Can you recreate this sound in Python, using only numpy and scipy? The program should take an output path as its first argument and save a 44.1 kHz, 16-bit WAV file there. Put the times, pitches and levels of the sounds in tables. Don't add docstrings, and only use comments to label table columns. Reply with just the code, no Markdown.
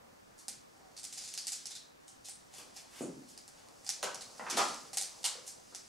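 import sys
import numpy as np
from scipy import signal
from scipy.io import wavfile
from scipy.ndimage import uniform_filter1d

SR = 44100
rng = np.random.default_rng(int(sys.argv[2]) if len(sys.argv) > 2 else 0)


def rack_gain(trim_db):
    fader = np.asarray(trim_db, float)
    return 10 ** (fader / 20)


def store_wav(level_fs):
    pcm = np.round(np.clip(np.atleast_2d(level_fs), -1, 1) * 32767)
    wavfile.write(sys.argv[1], SR, pcm.T.astype(np.int16))


N = 259308

BASKET_HZ, BASKET_T60 = 780, 0.052
LEAN = -0.052


def evened(x):
    return x / np.sqrt(np.mean(x ** 2) + 1e-20)


def read(points, hz):
    f, value = np.transpose(points)
    return np.interp(np.log(hz + 1), np.log(f + 1), value)


def follow(rows):
    return rack_gain(np.interp(np.arange(N) / SR, *np.transpose(rows)))


def add(mix, s, sound):
    part = mix[..., round(s * SR):][..., :sound.shape[-1]]
    part += sound[..., :part.shape[-1]]


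def coloured(x, db_at):
    gain_db = np.maximum(db_at(abs(np.fft.fftfreq(2048, 1 / SR))), -100)
    log_gain = np.log(rack_gain(gain_db))
    taps = np.fft.ifft(np.exp(signal.hilbert(log_gain).conj())).real[:1024]
    return signal.oaconvolve(x, taps)[:len(x)]


def hump(hz, centre_hz, octaves):
    return np.exp(-.5 * (np.log2((hz + 1) / centre_hz) / octaves) ** 2)


def bell(hz, octaves):
    return lambda f: 20 * np.log10(hump(f, hz, octaves) + 1e-5)


# frequency in Hz, density in dB per Hz.
TWIG_SPECTRUM = [(710, -78), (1200, -12.5), (3200, -3), (4860, 6), (7410, 4.5), (10300, -1.4), (12700, -16),
                 (16000, -36)]
# delay in ms, level in dB, lean (side share).
EARLY_ECHOES = [
    (1.705, -3.5, -0.53),
    (4.08, -3.5, 0.13),
    (10, -14, -0.21),
    (10.86, -0.5, -0.094),
    (13.7, -5, -0.43),
    (19.6, -13, 0.14),
    (26, -30, -.2),
]


def snap(db, twig_hz, thick_db, ring_db, room_db):
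    t = np.arange(4096) / SR
    click = signal.unit_impulse(len(t))
    sheen_db = 5.9 + 6.0 * np.log2(twig_hz / 6000)
    pitch_db = 4.4 * 6000 / twig_hz
    thick = bell(2070, 0.46)

    def thin(f):
        return read(TWIG_SPECTRUM, f) + pitch_db * hump(f, twig_hz, 0.11) + sheen_db * hump(f, 19700, 0.82)

    def strands(f):
        return 10 * np.log10(rack_gain(2 * thin(f)) + rack_gain(2 * (thick_db + thick(f))))

    bare = coloured(click, strands)
    bare = bare / abs(bare).max()
    onset = np.minimum(t / 0.0013, 1)
    ring = rack_gain(ring_db - 9.0) * np.sin(2 * np.pi * BASKET_HZ * t) * rack_gain(-60 * t / BASKET_T60) * onset
    heard = np.outer([1, LEAN], rack_gain(room_db) * ring)
    paths = [(0, 2.8, LEAN), *EARLY_ECHOES]
    for k, (ms, echo_db, lean) in enumerate(paths):
        reflected = k > 0
        late, loud = rng.standard_normal(2) * reflected
        rough = rng.standard_normal(400) * np.abs(rng.standard_normal(400))
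        splinters = rough * (t ** 2 * np.exp(-t / 0.00032))[:400]
        path = signal.oaconvolve(bare, splinters)[:len(t)]
        path = rack_gain(echo_db + 0.86 * room_db * reflected + 2. * loud) * path / abs(path).max()
        add(heard, ms * (1 + 0.039 * late) / 1000, np.outer([1, lean], path))
    return rack_gain(db + room_db) * (bare + rack_gain(-21.0) * ring), rack_gain(db) * heard


# start in seconds, peak level in dB, twig pitch in Hz, room strength in dB.
BITES = [(0.4819, -26.5, 9200, -1.5), (2.2853, -35.5, 8500, 1.5), (2.5378, -48, 6695, 7.5),
         (2.764, -43, 5200, 5.5), (3.3761, -38, 5140, -2.5), (3.4784, -40.5, 8150, -3.5),
         (3.6859, -49, 4900, -10), (3.8463, -42, 7500, -1), (3.8648, -33.5, 5000, 1.5),
         (3.891, -19.5, 5800, -2.9), (4.0284, -28.5, 6760, 3.5), (4.145, -33, 5730, -1.5),
         (4.2084, -37, 4100, 4.5), (4.3805, -44.5, 4910, -1), (4.4991, -30, 5700, 7),
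         (4.5721, -31, 7300, 7.5), (4.6865, -31, 4100, -10), (4.7444, -37, 5100, -13),
         (4.9311, -36.5, 7700, 8), (4.9713, -22.5, 8360, 4), (5.0125, -25.5, 8600, 0.5),
         (5.2415, -24.5, 4030, 3.5), (5.25, -20.5, 8100, 2), (5.4771, -37, 5500, 0), (5.748, -33, 5600, 0)]
# start in seconds, peak level in dB, twig pitch in Hz,
# room strength in dB.
SCRABBLES = [(0.9655, -42.5, 4400, 5), (0.985, -39, 7560, 3.5), (1.032, -37.5, 8500, 1),
             (1.04, -36, 8200, 6), (1.1261, -34.5, 7600, 2), (1.1747, -37.5, 5950, 6),
             (1.1812, -33, 4500, -3.5), (1.2105, -46.5, 4900, 10), (1.2385, -38, 7200, 3.5),
             (1.2766, -37, 4740, 1), (1.288, -37, 7050, -11), (1.3388, -32.5, 6160, -1),
             (1.3763, -27.5, 4730, 0.5), (1.469, -25.5, 7600, 0.8), (1.4773, -35, 9500, 5),
             (1.5199, -29, 7600, 5), (1.656, -33.5, 5700, 3.5), (1.7062, -40.5, 3605, 7.7),
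             (1.7523, -36.5, 3970, 3)]
BITE_THICK_DB, BITE_RING_DB = -6.5, -9.5
SCRABBLE_THICK_DB, SCRABBLE_RING_DB = -14.5, -19.5
USUAL_DB, BODY_LOSS = -28.5, 0.24


def snaps():
    kinds = [(SCRABBLES, SCRABBLE_THICK_DB, SCRABBLE_RING_DB), (BITES, BITE_THICK_DB, BITE_RING_DB)]
    for rows, thick_db, ring_db in kinds:
        for s, db, hz, room_db in rows:
            less_db = BODY_LOSS * (db - USUAL_DB)
            yield s, snap(db, hz, thick_db - less_db, ring_db - less_db, room_db)


def crackle(count):
    size = rack_gain(2.6 * np.minimum(rng.exponential(1, count), 5)) * rng.choice([-1., 1.], count)
    return size * (rng.random(count) < 2500 / SR)


def swipe(s, db, swell_ms, fade_ms, hz, octaves):
    ms = (np.arange(16384) - 8192) * 1000 / SR
    shape = np.where(ms < 0, np.exp(-(ms / swell_ms) ** 2), np.exp(-abs(ms) / fade_ms))
    weave = bell(hz, octaves)

    def colour(f):
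        return weave(f) + .5 * np.minimum(read(TWIG_SPECTRUM, np.maximum(f, 4000)), 0)

    fibres = coloured(crackle(len(ms)), colour)
    return s + ms[0] / 1000, rack_gain(db) * shape * evened(fibres)


# time in seconds, level in dB.
RUBBING_LEVEL = [(0.0, -64.5), (1.01, -60.5), (1.15, -44.5), (1.36, -43.5), (1.6, -51), (1.8, -65),
                 (2.16, -62), (2.8, -56), (3.06, -55.5), (3.73, -57.5), (3.9, -52), (4.49, -49.5),
                 (4.63, -35.5), (4.93, -53.5), (5.17, -48.5), (5.42, -50.5), (5.53, -57), (5.75, -52.5)]
# peak time in seconds, level in dB, swell in ms, centre in Hz,
# width in octaves.
SWIPES = [(.40, -57.5, 20, 7000, 0.65), (1.709, -61, 2.7, 3480, 0.078), (1.756, -51.5, 3.3, 3860, 0.12),
          (2.086, -55, 10, 6850, 0.38), (2.262, -47, 14, 6070, 0.77), (2.305, -54, 18, 8640, 0.19),
          (2.309, -57, 15., 9300, 0.08), (2.59, -54.5, 54, 5400, 1.43), (2.781, -55, 32, 5160, 1.3),
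          (2.989, -55, 66, 2450, 2.8), (3.03, -51, 24, 7740, 0.32), (3.3, -58, 21, 6700, 0.85),
          (3.6, -68.5, 55, 2500, 1.6), (4.47, -38.5, 8.6, 850, 0.97), (4.529, -44, 33, 1500, 1.5),
          (4.582, -32.5, 14, 4630, 0.88), (4.61, -45.5, 27, 4860, 0.68), (5.483, -48, 16, 7650, 0.58)]
# peak time in seconds, level in dB, swell in ms.
LEANS = [
    (.19, -78, 49),
    (.79, -71, 40),
    (.875, -67.5, 32),
    (2.1, -75, 25),
    (3.64, -68.5, 69),
]
# peak time in seconds, level in dB, centre in Hz.
TICKS = [
    (2.082, -48.5, 6200),
    (5.024, -34, 7500),
    (5.232, -43, 5450),
    (5.466, -48.5, 6500),
]
FADE_MS, FADE_SHARE = 8., .3
HUM_OCTAVES = .04
TICK_SWELL_MS, TICK_FADE_MS, TICK_OCTAVES = 0.78, 1.4, 1


def rubbing():
    steady = evened(coloured(crackle(N), lambda f: read(TWIG_SPECTRUM, f)))
    out = rack_gain(-12.0) * follow(RUBBING_LEVEL) * steady
    for s, db, swell_ms, hz, octaves in SWIPES:
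        add(out, *swipe(s, db, swell_ms, FADE_MS + FADE_SHARE * swell_ms, hz, octaves))
    for s, db, swell_ms in LEANS:
        add(out, *swipe(s, db, swell_ms, FADE_MS, BASKET_HZ, HUM_OCTAVES))
    for s, db, hz in TICKS:
        add(out, *swipe(s, db, TICK_SWELL_MS, TICK_FADE_MS, hz, TICK_OCTAVES))
    return out


BOOM_HZ, BOOM_DB_PER_OCTAVE = 182, -1.5


def knock(db, hz, octaves, ms, floor_db):
    t = np.arange(4096) / SR
    scrape = 0.11 * rng.standard_normal(len(t)) * np.exp(-1000 * t / ms)
    push = signal.unit_impulse(len(t)) + scrape
    boom_db = floor_db + BOOM_DB_PER_OCTAVE * np.log2(hz / 400)

    def response(f):
        boards = hump(f, hz, .5 * octaves) + 0.22 * hump(f, 2 * hz, 0.78)
        boom = rack_gain(boom_db + 2.0) * hump(f, BOOM_HZ, 0.51)
        rumble_cut = f ** 4 / (f ** 4 + 108.0 ** 4)
        return 20 * np.log10((boards + boom) * rumble_cut + 1e-5)

    sound = coloured(push, response)
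    return rack_gain(db) * sound / abs(sound).max()


# start in seconds, level in dB, centre in Hz, width in octaves,
# contact in ms.
KNOCKS = [
    (2.585, -59, 600, 1.8, 9.5),
    (4.030, -37, 800, 1.02, 5.5),
    (4.036, -48.5, 406, 0.81, 5.),
    (4.028, -37, 3500, 0.83, 2.7),
    (4.527, -49.5, 297, 1.3, 34),
    (4.574, -31.5, 604, 1.53, 14.2),
    (4.586, -35.5, 1035, 0.85, 15.3),
    (5.243, -41.5, 2970, 0.5, 5.9),
    (5.25, -48.5, 970, 1, 3.8),
    (5.353, -57, 510, 0.39, 5.4),
]
# start in seconds, level in dB, centre in Hz, width in octaves,
# contact in ms.
STEPS = [
    (0.046, -77, 230, 0.46, 5.1),
    (0.481, -66.5, 353, 2, 2.1),
    (.79, -64.5, 264, 3.54, 9.1),
    (3.008, -41, 345, 0.95, 3.59),
    (4.396, -42, 780, 1.56, 6),
    (5.725, -59, 514, 2, 2.7),
]
STEP_BOOM_DB, KNOCK_BOOM_DB = 0, -16


def blows():
    steps = [(*row, STEP_BOOM_DB) for row in STEPS]
    knocks = [(*row, KNOCK_BOOM_DB) for row in KNOCKS]
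    for s, *row in steps + knocks:
        yield s, knock(*row)


# frequency in Hz, 60 dB decay in seconds.
ROOM_T60 = [(150, 0.89), (400, 0.42), (1040, 0.49), (2760, 0.46), (7280, 0.34), (14000, 0.21)]
# frequency in Hz, side level relative to mid in dB.
ROOM_WIDTH = [(100, -21), (400, -5), (1400, -5), (3100, -9.5), (6800, -8), (15000, -0.5)]


def room(x):
    hz, t, z = signal.stft(rng.standard_normal((2, SR)), SR, nperseg=256)
    z = z * rack_gain(-60 * t / read(ROOM_T60, hz)[:, None])
    z[1] *= rack_gain(read(ROOM_WIDTH, hz))[:, None]
    build_up = np.minimum(np.arange(SR) / SR / 0.0078, 1)
    tail = signal.istft(z, SR, nperseg=256)[1][:, :SR] * build_up
    return signal.fftconvolve(x[None], tail / np.linalg.norm(tail[0]), axes=1)[:, :N]


def hiss(points, patchy_db):
    frames, hz = N // 256 + 5, np.fft.rfftfreq(1024, 1 / SR)
    a, b, patches = rng.standard_normal((frames, 513, 3)).T
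    patches = uniform_filter1d(patches, size=12, axis=0)
    patches = evened(uniform_filter1d(patches, size=14, axis=1))
    z = (a + 1j * b) * rack_gain(read(points, hz)[:, None] + patchy_db * patches)
    return evened(signal.istft(z, nperseg=1024, noverlap=768)[1][:N])


# time in seconds, level in dB.
MURMUR_LEVEL = [(0, -67.5), (.25, -73), (.85, -71.5), (2.3, -73), (2.65, -67.5), (3.4, -73), (3.6, -69.5),
                (5., -63), (5.88, -74.5)]
# frequency in Hz, density in dB per Hz.
HOUSE_SPECTRUM = [(60, -48), (130, -4), (250, -11), (500, 0.5), (780, -2), (1200, -5.5), (2500, -27)]


def murmur():
    mid = rack_gain(2.5) * hiss(HOUSE_SPECTRUM, 2.2)
    side = rack_gain(-3.0) * hiss(HOUSE_SPECTRUM, 2.6)
    return follow(MURMUR_LEVEL) * np.array([mid, side])


# frequency in Hz, density in dB per Hz.
AIR_MID_SPECTRUM = [(12, -21), (20, -8), (290, -2.5), (521, -21.5), (616, -14.5), (935, -12.5),
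                    (1730, -10.5), (2160, -14), (7150, -26.5), (15600, -26)]
# frequency in Hz, density in dB per Hz.
AIR_SIDE_SPECTRUM = [(12, -43), (20, -24), (133, -14.5), (176, -8.5), (334, -3), (860, -6), (935, -8),
                     (1110, -9.5), (2100, -16.5), (15600, -38)]


def air():
    return np.array([rack_gain(-67.5) * hiss(AIR_MID_SPECTRUM, 0.99), rack_gain(-61) * hiss(AIR_SIDE_SPECTRUM, 0.99)])


def scene():
    near, twigs, boards = np.zeros((2, N)), np.zeros((3, N)), np.zeros((3, N))
    for k, (s, (bare, heard)) in enumerate(snaps()):
        add(near, s, heard)
        add(twigs[k % 3], s, rack_gain(9.5) * bare)
    for k, (s, blow) in enumerate(blows()):
        add(boards[k % 3], s, blow)
    fur = rubbing()
    twigs[0] += rack_gain(1.0) * fur
    near += np.outer([1, LEAN], fur + rack_gain(10.0) * boards.sum(0))
    tails = sum(room(x) for x in twigs + rack_gain(14.0) * boards)
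    mid, side = near + tails + murmur() + air()
    return np.array([mid + side, mid - side])


def roll_off(x):
    return signal.sosfilt(signal.butter(12, 16510, fs=SR, output="sos"), x)


def record(dry):
    limited = signal.oaconvolve(dry, signal.firwin(511, 15750, fs=SR)[None], "same")
    return roll_off(limited)


dry = scene()
out = record(dry)
store_wav(out)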